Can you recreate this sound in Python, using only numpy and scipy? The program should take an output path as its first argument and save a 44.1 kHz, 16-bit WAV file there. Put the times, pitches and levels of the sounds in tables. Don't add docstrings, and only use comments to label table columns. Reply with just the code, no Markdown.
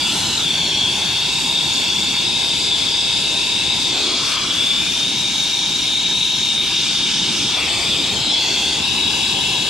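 import sys
import numpy as np
from scipy import signal
from scipy.fft import rfft, irfft, next_fast_len
from scipy.io import wavfile
from scipy.ndimage import uniform_filter1d, map_coordinates

SR = 44100
rng = np.random.default_rng(int(sys.argv[2]) if len(sys.argv) > 2 else 0)


def generate_wav(signal):
    frames = np.transpose(np.atleast_2d(signal))
    scaled = np.clip(frames, -1, 1) * 32767
    pcm = np.round(scaled).astype(np.int16)
    wavfile.write(sys.argv[1], SR, pcm)


N = 427329
FRAME_SAMPLES, OVERLAP_SAMPLES = 1024, 768


def amp(db):
    return 10 ** (np.asarray(db) / 20)


def unit_rms(x):
    return x / np.sqrt(np.mean(x ** 2) + 1e-20)


def over_frequency(rows, hz):
    freq_hz, values = np.transpose(rows)
    return np.interp(np.log(hz + 1), np.log(freq_hz + 1), values)


def over_time(rows, t):
    time_s, *columns = np.transpose(rows)
    return [np.interp(t, time_s, column) for column in columns]


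def wobble(rate_hz, size):
    knots = N * rate_hz / SR
    return map_coordinates(rng.standard_normal(int(knots) + 4), [np.linspace(0, knots, size)])


def noise_spectra(channels):
    white = rng.standard_normal((channels, N))
    return signal.stft(white, SR, nperseg=FRAME_SAMPLES, noverlap=OVERLAP_SAMPLES)


def to_samples(spectra):
    return signal.istft(spectra, SR, nperseg=FRAME_SAMPLES, noverlap=OVERLAP_SAMPLES)[1][:, :N]


# freq_hz, level_db
RUMBLE_SPECTRUM = [(20, -16), (45, 2), (80, 9), (140, -12), (300, -42)]


def rumble(level_db=-46):
    hz, _, noise = noise_spectra(channels=3)
    stereo = noise[0] + 0.42 * noise[1:]
    colour = amp(over_frequency(RUMBLE_SPECTRUM, hz))[:, None]
    return amp(level_db) * unit_rms(to_samples(colour * stereo))


# time_s, pitch_hz, peak_db
HUM_TRACK = [(0, 71, -64), (7.3, 71, -56), (7.7, 71, -43), (9.69, 71, -42)]


def hum(wander_hz=2.5, waver_db=2.0):
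    pitch_hz, peak_db = over_time(HUM_TRACK, np.arange(N) / SR)
    cycles = np.cumsum(pitch_hz + wander_hz * wobble(rate_hz=6, size=N)) / SR
    return amp(peak_db + waver_db * wobble(rate_hz=6, size=N)) * np.sin(2 * np.pi * cycles)


def sliding_comb(echoes, hz, drift_dm):
    response = 0
    for left_ms, right_ms, left_gain, right_gain, slide_ms_per_dm in echoes:
        delay = np.exp(-2j * np.pi * np.outer([left_ms, right_ms], hz) / 1000)
        slide = np.exp(-2j * np.pi * np.outer(hz, slide_ms_per_dm * drift_dm) / 1000)
        echo = np.array([[left_gain], [right_gain]]) * delay
        response += echo[:, :, None] * slide
    return response / (1 + (hz[:, None] / 14000) ** 2)


def clutter_echoes(count, gain=0.09, slide_ms_per_dm=0.1):
    distance, side, strength, balance, slide = np.hsplit(rng.standard_normal((count, 5)), 5)
    delays_ms = 3.2 + 3 * np.abs(distance) + 0.03 * side * [1, -1]
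    gains = gain * (strength + 0.4 * balance * [1, -1])
    return np.c_[delays_ms, gains, slide_ms_per_dm * slide]


# left_ms, right_ms, left_gain, right_gain, slide_ms_per_dm
NEAR_ECHOES = [
    [(0.2, 0.193, -0.14, -0.21, 0.009), (0.323, 0.326, -0.18, -0.22, 0.002),
     (0.459, 0.458, -0.13, -0.18, -0.073), (0.668, 0.67, 0.14, 0.11, 0.123),
     (0.749, 0.745, -0.38, -0.35, -0.008), (0.767, 0.788, 0.11, 0.21, -0.085),
     (0.891, 0.902, -0.23, -0.09, -0.082), (1.142, 1.143, 0.13, 0.12, 0.063),
     (1.397, 1.423, 0.03, 0.13, -0.009), (1.595, 1.608, -0.18, -0.24, -0.002),
     (1.836, 1.808, -0.09, -0.09, -0.172), (1.88, 1.883, -0.13, -0.13, 0.004),
     (2.125, 2.121, 0.16, 0.12, 0.003), (2.276, 2.292, 0.12, 0.12, 0.049),
     (2.45, 2.47, -0.17, -0.14, 0.003), (3.443, 3.433, 0.09, 0.09, -0.015)],
    [(0.167, 0.165, 0.25, 0.27, 0.007), (0.186, 0.186, -0.18, -0.36, 0.007),
     (0.358, 0.342, -0.23, -0.27, 0.023), (0.449, 0.432, -0.15, -0.06, -0.162),
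     (0.512, 0.592, 0.2, 0.12, 0.009), (0.527, 0.497, -0.07, -0.2, 0.175),
     (0.654, 0.624, 0.09, -0.21, 0.028), (0.812, 0.805, -0.1, -0.06, 0.154),
     (0.869, 0.877, -0.26, -0.22, 0.046), (1.228, 1.223, 0.17, 0.11, 0.079),
     (1.612, 1.648, -0.08, -0.18, 0.061), (1.668, 1.666, -0.02, -0.13, -0.063),
     (1.898, 1.894, -0.12, -0.1, -0.023), (2.17, 2.163, 0.13, 0.1, 0.079),
     (2.354, 2.329, 0.09, 0.14, 0.036), (2.449, 2.489, -0.13, -0.09, -0.034)],
    [(0.144, 0.145, 0.05, 0.08, 0.157), (0.205, 0.186, -0.09, -0.14, -0.005),
     (0.326, 0.35, -0.05, -0.17, -0.023), (0.415, 0.422, -0.07, -0.05, -0.212),
     (0.417, 0.42, 0.08, 0.05, 0.173), (0.545, 0.488, 0.16, -0.05, 0.018),
     (0.706, 0.733, -0.17, -0.16, -0.035), (0.791, 0.796, -0.31, -0.21, 0.001),
     (0.853, 0.859, 0.18, 0.24, -0.048), (0.98, 0.982, -0.22, -0.18, -0.023),
     (1.154, 1.139, 0.22, 0.24, -0.042), (1.304, 1.281, 0.07, 0.06, 0.192),
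     (1.573, 1.605, -0.07, -0.14, -0.004), (1.66, 1.686, -0.12, -0.18, -0.001),
     (1.692, 1.696, 0.07, 0.08, -0.165), (1.779, 1.802, 0.14, 0.11, -0.004),
     (1.83, 1.84, -0.05, -0.06, -0.199), (2.231, 2.224, 0.05, 0.07, -0.057),
     (2.312, 2.32, 0.06, 0.04, -0.148), (2.34, 2.359, 0.09, 0.06, 0.02),
     (2.981, 2.978, -0.05, -0.05, 0.218), (3.201, 3.229, 0.04, 0.06, 0.041),
     (4.133, 4.145, -0.05, -0.04, -0.036)],
    [(0.169, 0.09, 0.28, -0.21, 0.006), (0.203, 0.195, -0.39, -0.18, 0.005),
     (0.247, 0.274, 0.37, 0.06, 0.012), (0.29, 0.318, -0.22, -0.29, 0.006),
     (0.534, 0.534, 0.16, -0.19, 0.006), (0.673, 0.688, -0.16, -0.12, 0.033),
     (0.748, 0.745, -0.2, -0.17, 0.047), (0.877, 0.869, 0.13, 0.2, -0.013),
     (0.946, 0.943, -0.23, -0.25, 0.036), (1.116, 1.108, 0.14, 0.12, 0.025),
     (1.389, 1.42, 0.12, -0.1, 0.011), (1.505, 1.517, -0.08, -0.07, 0.09),
     (1.594, 1.609, -0.07, -0.12, 0.006), (1.701, 1.687, -0.12, -0.12, -0.024),
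     (1.768, 1.81, 0.1, 0.11, 0.01), (2.24, 2.191, 0.12, 0.16, 0.015), (2.336, 2.258, 0.08, 0.06, 0.023),
     (2.486, 2.49, -0.07, -0.09, 0.03), (2.665, 2.675, 0.07, 0.04, -0.076),
     (2.71, 2.731, -0.12, -0.07, 0.008), (3.171, 3.21, 0.09, 0.05, -0.017), (3.51, 3.513, 0.08, 0.06, 0.01),
     (3.697, 3.711, 0.05, 0.04, -0.002)],
    [(0.076, 0.074, -0.24, -0.31, 0.002), (0.189, 0.167, -0.14, -0.25, -0.0),
     (0.333, 0.322, -0.2, -0.29, 0.002), (0.444, 0.448, -0.09, -0.08, 0.013),
     (0.526, 0.553, 0.1, -0.21, 0.014), (0.658, 0.68, -0.32, -0.19, 0.007),
     (0.733, 0.725, -0.27, -0.2, 0.01), (0.807, 0.803, 0.08, 0.07, 0.14),
     (0.929, 0.932, -0.28, -0.26, 0.016), (0.982, 0.974, 0.06, 0.05, -0.125),
     (1.098, 1.091, 0.08, 0.05, -0.036), (1.132, 1.124, 0.1, 0.08, 0.069),
     (1.184, 1.18, -0.06, -0.14, 0.016), (1.392, 1.391, 0.12, -0.06, 0.032),
     (1.506, 1.481, -0.17, -0.13, 0.038), (1.696, 1.699, -0.06, -0.14, 0.018),
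     (1.863, 1.89, 0.11, 0.1, 0.04), (2.253, 2.205, 0.18, 0.13, 0.033), (2.351, 2.318, 0.11, 0.06, 0.016),
     (2.498, 2.497, -0.08, -0.09, 0.023), (2.715, 2.723, -0.07, -0.04, 0.033),
     (3.188, 3.211, 0.08, 0.05, -0.01), (3.924, 3.941, -0.06, -0.02, 0.029)],
    [(0.09, 0.09, -0.59, -0.6, -0.004), (0.202, 0.185, -0.36, -0.43, -0.002),
     (0.3, 0.3, -0.45, -0.47, -0.009), (0.379, 0.372, -0.37, -0.37, -0.003),
     (0.535, 0.53, -0.18, -0.26, -0.043), (0.642, 0.635, -0.31, -0.33, 0.002),
     (0.737, 0.726, -0.26, -0.26, 0.018), (0.911, 0.882, -0.23, -0.21, 0.125),
     (1.061, 1.066, -0.25, -0.17, 0.087), (1.347, 1.35, -0.08, -0.1, -0.184),
     (1.364, 1.375, 0.15, 0.18, 0.26), (1.611, 1.611, 0.1, 0.14, 0.24), (1.85, 1.862, 0.18, 0.14, -0.074),
     (2.051, 2.047, 0.17, 0.12, 0.069), (2.365, 2.341, 0.13, 0.15, 0.059), (2.548, 2.486, 0.15, 0.1, 0.102)],
    [(0.155, 0.154, 0.45, 0.37, 0.233), (0.174, 0.17, -0.51, -0.4, 0.201),
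     (0.243, 0.208, -0.23, -0.22, -0.019), (0.284, 0.269, -0.14, -0.11, 0.148),
     (0.309, 0.289, -0.24, -0.21, 0.004), (0.384, 0.366, -0.2, -0.25, 0.073),
     (0.514, 0.483, -0.15, -0.11, 0.147), (0.613, 0.588, 0.11, 0.16, 0.024),
     (0.686, 0.688, 0.07, 0.14, -0.139), (0.76, 0.773, -0.23, -0.18, 0.023),
     (0.952, 0.93, -0.2, -0.14, -0.018), (1.081, 1.053, -0.1, -0.13, 0.1),
     (1.116, 1.106, -0.17, -0.09, -0.01), (1.142, 1.148, -0.19, -0.15, -0.126),
     (1.775, 1.767, 0.14, 0.14, -0.0), (2.007, 1.993, -0.07, -0.16, -0.064)],
    [(0.121, 0.107, 0.11, 0.11, 0.131), (0.217, 0.22, -0.26, -0.1, 0.017),
     (0.251, 0.232, -0.07, -0.07, -0.185), (0.356, 0.346, -0.1, -0.13, 0.057),
     (0.536, 0.511, -0.05, -0.11, 0.057), (0.537, 0.417, 0.13, 0.2, -0.06),
     (0.569, 0.572, 0.15, 0.25, -0.001), (0.732, 0.729, -0.15, -0.2, 0.009),
     (0.987, 0.95, -0.28, -0.15, -0.016), (1.157, 1.146, 0.07, 0.09, 0.072),
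     (1.192, 1.2, 0.12, 0.11, -0.111), (1.223, 1.212, -0.18, -0.19, -0.062),
     (1.384, 1.413, 0.08, 0.12, 0.0), (1.539, 1.521, -0.24, -0.14, -0.066),
     (1.747, 1.719, 0.09, 0.09, -0.004), (1.809, 1.812, -0.13, -0.17, -0.061),
     (1.98, 2.002, 0.09, 0.07, 0.171), (2.167, 2.124, -0.08, -0.09, -0.15),
     (2.472, 2.459, -0.08, -0.1, -0.009), (2.539, 2.507, 0.1, 0.08, -0.07),
     (2.749, 2.728, -0.13, -0.08, -0.009), (3.361, 3.342, 0.07, 0.09, -0.126),
     (3.84, 3.882, -0.07, -0.05, -0.03)],
    [(0.144, 0.143, 0.18, 0.24, -0.167), (0.151, 0.163, 0.15, 0.15, -0.019),
     (0.171, 0.159, -0.19, -0.26, -0.09), (0.21, 0.208, 0.08, 0.12, -0.183),
     (0.313, 0.339, 0.2, 0.18, 0.027), (0.474, 0.462, 0.26, 0.07, 0.009), (0.565, 0.552, 0.32, 0.24, 0.012),
     (0.773, 0.773, 0.07, 0.05, 0.027), (0.885, 0.882, 0.06, 0.12, -0.026),
     (0.971, 0.942, -0.09, 0.01, 0.063), (1.078, 1.065, 0.15, 0.15, 0.0),
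     (1.213, 1.174, -0.06, -0.07, 0.162), (1.224, 1.233, 0.11, 0.1, 0.038),
     (1.358, 1.359, 0.16, 0.15, -0.001), (1.494, 1.494, -0.19, -0.12, 0.02),
     (1.704, 1.708, -0.04, -0.11, 0.02), (1.989, 2.01, -0.15, -0.16, 0.012),
     (2.199, 2.16, 0.07, 0.08, -0.045), (2.687, 2.635, -0.05, -0.07, 0.024),
     (2.859, 2.811, -0.08, -0.08, 0.027), (3.813, 3.813, -0.07, -0.02, 0.013),
     (4.388, 4.371, -0.06, -0.03, 0.016), (5.239, 5.259, 0.05, 0.02, -0.007)],
    [(0.192, 0.185, -0.24, -0.2, -0.201), (0.193, 0.197, -0.27, -0.3, -0.001),
     (0.245, 0.236, -0.1, -0.24, 0.122), (0.297, 0.311, -0.37, -0.38, 0.024),
     (0.302, 0.287, -0.15, -0.19, -0.177), (0.425, 0.429, -0.12, -0.13, 0.213),
     (0.556, 0.677, -0.13, -0.07, -0.288), (0.643, 0.665, -0.18, -0.13, 0.183),
     (0.669, 0.643, -0.25, -0.24, -0.009), (0.743, 0.727, -0.24, -0.28, -0.014),
     (0.882, 0.887, 0.13, 0.08, -0.015), (1.1, 1.11, -0.1, -0.12, 0.105), (1.588, 1.56, 0.16, 0.13, 0.11),
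     (1.74, 1.731, -0.07, -0.15, 0.117), (2.59, 2.591, 0.06, 0.12, -0.006),
     (2.868, 2.86, -0.06, -0.09, 0.134)],
    [(0.109, 0.099, 0.21, 0.22, 0.189), (0.224, 0.212, -0.15, -0.41, 0.005),
     (0.26, 0.245, 0.32, 0.41, 0.014), (0.302, 0.312, -0.23, -0.2, 0.019),
     (0.697, 0.691, -0.23, -0.23, 0.006), (0.801, 0.799, -0.13, -0.16, 0.088),
     (0.884, 0.856, -0.16, -0.12, -0.121), (1.107, 1.128, -0.18, -0.17, -0.053),
     (1.15, 1.168, 0.12, 0.18, 0.024), (1.578, 1.546, 0.18, 0.09, -0.057),
     (1.718, 1.723, -0.11, -0.09, -0.112), (1.845, 1.852, 0.13, 0.1, 0.07),
     (2.13, 2.092, 0.18, 0.11, 0.039), (2.352, 2.357, 0.06, 0.1, 0.002), (2.579, 2.59, 0.06, 0.09, 0.055),
     (3.028, 3.011, -0.08, -0.07, -0.117)],
    [(0.097, 0.095, -0.5, -0.4, 0.014), (0.126, 0.118, -0.18, -0.12, -0.117),
     (0.159, 0.169, 0.43, 0.19, -0.077), (0.184, 0.178, -0.38, -0.43, 0.0),
     (0.204, 0.187, -0.11, -0.03, -0.042), (0.296, 0.287, -0.28, -0.23, -0.047),
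     (0.357, 0.356, -0.25, -0.28, 0.039), (0.554, 0.568, -0.18, -0.24, -0.153),
     (0.572, 0.556, -0.25, -0.2, 0.145), (0.686, 0.689, -0.28, -0.2, 0.034),
     (0.772, 0.757, -0.16, -0.14, 0.2), (0.782, 0.774, -0.4, -0.29, -0.063),
     (0.946, 0.913, 0.1, 0.12, -0.144), (0.996, 1.004, -0.35, -0.29, -0.068),
     (1.172, 1.176, 0.11, 0.1, -0.159), (1.29, 1.286, -0.16, -0.2, -0.059),
     (1.62, 1.611, -0.15, -0.15, -0.01), (1.673, 1.678, -0.13, -0.21, 0.019),
     (2.129, 2.119, -0.11, -0.12, -0.065), (2.315, 2.328, 0.11, 0.07, 0.136),
     (2.736, 2.734, -0.15, -0.13, 0.007), (3.025, 3.025, -0.09, -0.05, 0.04),
     (4.064, 4.053, -0.07, -0.06, 0.181)],
    [(0.202, 0.178, 0.0, -0.11, -0.019), (0.33, 0.377, -0.29, 0.01, 0.013),
     (0.494, 0.485, 0.09, -0.12, -0.017), (0.641, 0.679, -0.29, -0.11, 0.0),
     (0.667, 0.714, -0.08, -0.04, 0.168), (0.715, 0.727, -0.05, 0.01, 0.007),
     (0.869, 0.824, 0.14, 0.03, -0.229), (0.883, 0.889, -0.06, -0.11, -0.074),
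     (0.918, 0.931, -0.35, -0.17, -0.01), (1.08, 1.025, 0.18, 0.09, 0.009),
     (1.091, 1.049, 0.17, 0.05, 0.124), (1.32, 1.355, -0.03, -0.1, 0.011),
     (1.506, 1.569, -0.04, -0.07, -0.071), (1.559, 1.554, -0.24, -0.0, 0.072),
     (1.644, 1.663, -0.15, -0.23, -0.029), (1.81, 1.811, 0.18, 0.18, -0.046),
     (1.946, 1.916, -0.07, -0.08, 0.093), (2.277, 2.158, 0.11, 0.08, 0.039),
     (2.355, 2.307, 0.31, 0.11, 0.052), (2.762, 2.746, -0.05, -0.09, 0.019),
     (2.929, 2.906, -0.11, -0.03, -0.088), (3.241, 3.237, -0.11, -0.03, -0.075),
     (4.544, 4.521, -0.05, -0.06, 0.03)],
]
# time_s, drift_dm
HAND_DRIFT = [
    [(0.0, -1.17), (0.1, 0.19), (0.21, 0.88)],
    [(0.21, -0.4), (0.32, -0.53), (0.44, 1.47)],
    [(0.44, 0.18), (0.73, -1.2), (1.01, 0.08), (1.3, 0.6)],
    [(1.3, -0.83), (1.62, -0.13), (1.93, 0.87), (2.25, -0.2)],
    [(2.25, -0.14), (2.67, 1.39), (3.09, -0.13), (3.51, -1.13), (3.93, 0.58)],
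    [(3.93, -0.94), (4.06, 0.09), (4.18, 0.61)],
    [(4.18, -0.63), (4.35, -0.59), (4.52, 1.33)],
    [(4.52, -0.99), (4.7, -0.78), (4.87, 0.39), (5.05, 0.96)],
    [(5.05, -0.05), (5.67, -0.15), (6.29, -0.6), (6.91, 1.06), (7.53, 0.93)],
    [(7.53, -1.45), (7.7, 0.55), (7.86, 0.52)],
    [(7.86, -0.54), (8.05, -0.69), (8.24, 0.75)],
    [(8.24, -1.45), (8.43, 0.22), (8.62, 0.26), (8.8, 0.45)],
    [(8.8, -1.19), (9.1, 0.16), (9.39, 0.34), (9.69, 0.47)],
]
TORCH_MOVES = [.21, .44, 1.3, 2.25, 3.93, 4.185, 4.52, 5.05, 7.53, 7.86, 8.245, 8.8]


def sound_paths(hz, t, direct_gain=0.87, move_s=0.07, limb_hz=305):
    moves_done = np.clip((t - np.array(TORCH_MOVES)[:, None]) / move_s + 0.5, 0, 1)
    position = moves_done.sum(axis=0)
    limb_highpass = (hz ** 2 / (hz ** 2 + limb_hz ** 2))[:, None]
    clutter_highpass = (hz / (hz + 2500))[:, None]
    paths = np.full((2, len(hz), len(t)), direct_gain, complex)
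    for index, (echoes, drift) in enumerate(zip(NEAR_ECHOES, HAND_DRIFT)):
        weight = 1 - np.abs(position - index)
        active = weight > 0
        drift_dm, = over_time(drift, t[active])
        near = sliding_comb(echoes, hz, drift_dm) * limb_highpass
        clutter = sliding_comb(clutter_echoes(count=4), hz, drift_dm) * clutter_highpass
        paths[:, :, active] += (near + clutter) * weight[active]
    return paths


# freq_hz, left_over_right_db
PORT_BALANCE = [(300, .6), (700, -1.3), (1400, 4), (3000, 3), (5500, 0), (10000, -0.3), (14000, -3)]


def port_response(hz, left_lag_s=0.016e-3):
    lag = np.exp(-2j * np.pi * np.outer([left_lag_s, 0], hz))
    balance = amp(np.outer([0.5, -0.5], over_frequency(PORT_BALANCE, hz)))
    return (lag * balance)[:, :, None]


# time_s, pitch_hz, level_db
WHISTLE_TRACK = [(0, 3400, -2), (.13, 3500, -6), (.3, 4000, -10), (.46, 3520, -4), (.83, 3360, -7.5),
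                 (1.15, 3560, -9), (1.4, 3760, -5), (1.91, 3470, -8), (2.3, 3800, -6), (2.8, 3480, -7),
                 (3.2, 3680, -21), (3.9, 3550, -9), (4.2, 3400, -11), (4.4, 3320, -8), (4.6, 3440, -6.5),
                 (4.85, 3580, -7.5), (5.1, 3720, -7.5), (5.8, 3790, -2), (6.4, 3790, -5.5),
                 (6.9, 3670, -10), (7.4, 3670, -13), (7.62, 3380, -6), (7.95, 3520, -6), (8.2, 3800, -9),
                 (8.35, 3380, -5), (8.7, 3440, -10), (8.95, 3800, -7), (9.69, 3780, -14)]


def jet_whistle(hz, t, half_width_hz=55, wander_hz=15, waver_db=1.5):
    pitch_hz, level_db = over_time(WHISTLE_TRACK, t)
    centre_hz = pitch_hz + wander_hz * wobble(rate_hz=4, size=len(t))
    resonance = 1 / np.sqrt(1 + ((hz[:, None] - centre_hz) / half_width_hz) ** 4)
    return amp(level_db + waver_db * wobble(rate_hz=5, size=len(t))) * resonance


# freq_hz, level_db
FLAME_SPECTRUM = [(25, -36), (60, -14.5), (150, -2), (330, -5.5), (500, -16), (1000, -10.5), (1900, -20),
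                  (2600, -3.5), (3650, 0), (4500, -7), (6500, -14), (9000, -21.5), (12000, -31),
                  (15200, -46)]
# time_s, roar_db, fizz_db
FLAME_SWELLS = [(0, 2, 5), (.2, 1.5, 7), (.6, 2.5, 1), (1.3, 1, 2.5), (2.4, 2, 1.5), (3.8, 2.5, 1.5),
                (4.2, 1, -2.5), (4.7, 1, 3), (5.5, -5.5, 0.5), (6.9, -4, 1), (7.6, 3, 1), (8.0, 2.5, 0.5),
                (8.5, 1, -1), (9.1, 3.5, 4), (9.69, 3.5, 2.5)]


def flame(hz, t, gain_db=-8, waver_db=0.3, flutter_db=1):
    roar_band = 1 / (1 + (hz / 600) ** 4)[:, None]
    fizz_band = 1 / (1 + (7000 / (hz + 1)) ** 6)[:, None]
    hiss_band = 1 - roar_band - fizz_band
    roar_db, fizz_db = over_time(FLAME_SWELLS, t)
    roar_db += waver_db * wobble(rate_hz=8.8, size=len(t))
    fizz_db += flutter_db * wobble(rate_hz=10, size=len(t))
    hiss_db = waver_db * wobble(rate_hz=4.6, size=len(t))
    swell_db = roar_band * roar_db + hiss_band * hiss_db + fizz_band * fizz_db
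    return amp(over_frequency(FLAME_SPECTRUM, hz)[:, None] + swell_db + gain_db)


def turbulence(shape, depth_db=1.33):
    patches = uniform_filter1d(rng.standard_normal(shape), size=10, axis=0)
    patches = uniform_filter1d(patches, size=10, axis=1)
    return amp(depth_db * unit_rms(patches))


# freq_hz, level_db
DIFFUSE_SPECTRUM = [(30, -9), (50, -10), (150, -18.5), (600, -13.5), (1400, -5), (3600, -9.5), (5000, -1),
                    (9000, -2), (14000, -13)]


def torch(hold_frames=4):
    hz, t, noise = noise_spectra(channels=3)
    colour = np.hypot(flame(hz, t), jet_whistle(hz, t))
    colour *= turbulence(colour.shape)
    update_s = t[hold_frames // 2::hold_frames]
    held = np.minimum(np.arange(len(t)) // hold_frames, len(update_s) - 1)
    paths = (sound_paths(hz, update_s) * port_response(hz))[:, :, held]
    coherent = paths * noise[0]
    diffuse = np.abs(paths) * amp(over_frequency(DIFFUSE_SPECTRUM, hz))[:, None] * noise[1:]
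    return to_samples(colour * (coherent + diffuse))


def scene():
    return torch() + hum() + rumble()


def record(dry, target_db=-20, levelling=0.4, ceiling=0.62, cutoff_hz=15200):
    power = np.abs(uniform_filter1d(np.mean(dry ** 2, axis=0), size=1500))
    level_db = 10 * np.log10(power + 1e-12)
    levelled = dry * amp(levelling * (target_db - level_db))
    limited = levelled / (1 + np.abs(levelled / ceiling) ** 4) ** (1 / 4)
    fft_size = next_fast_len(N + SR // 2)
    passband = np.fft.rfftfreq(fft_size, 1 / SR) < cutoff_hz
    return irfft(rfft(limited, fft_size) * passband, fft_size)[:, :N]


dry = scene()
out = record(dry)
generate_wav(out)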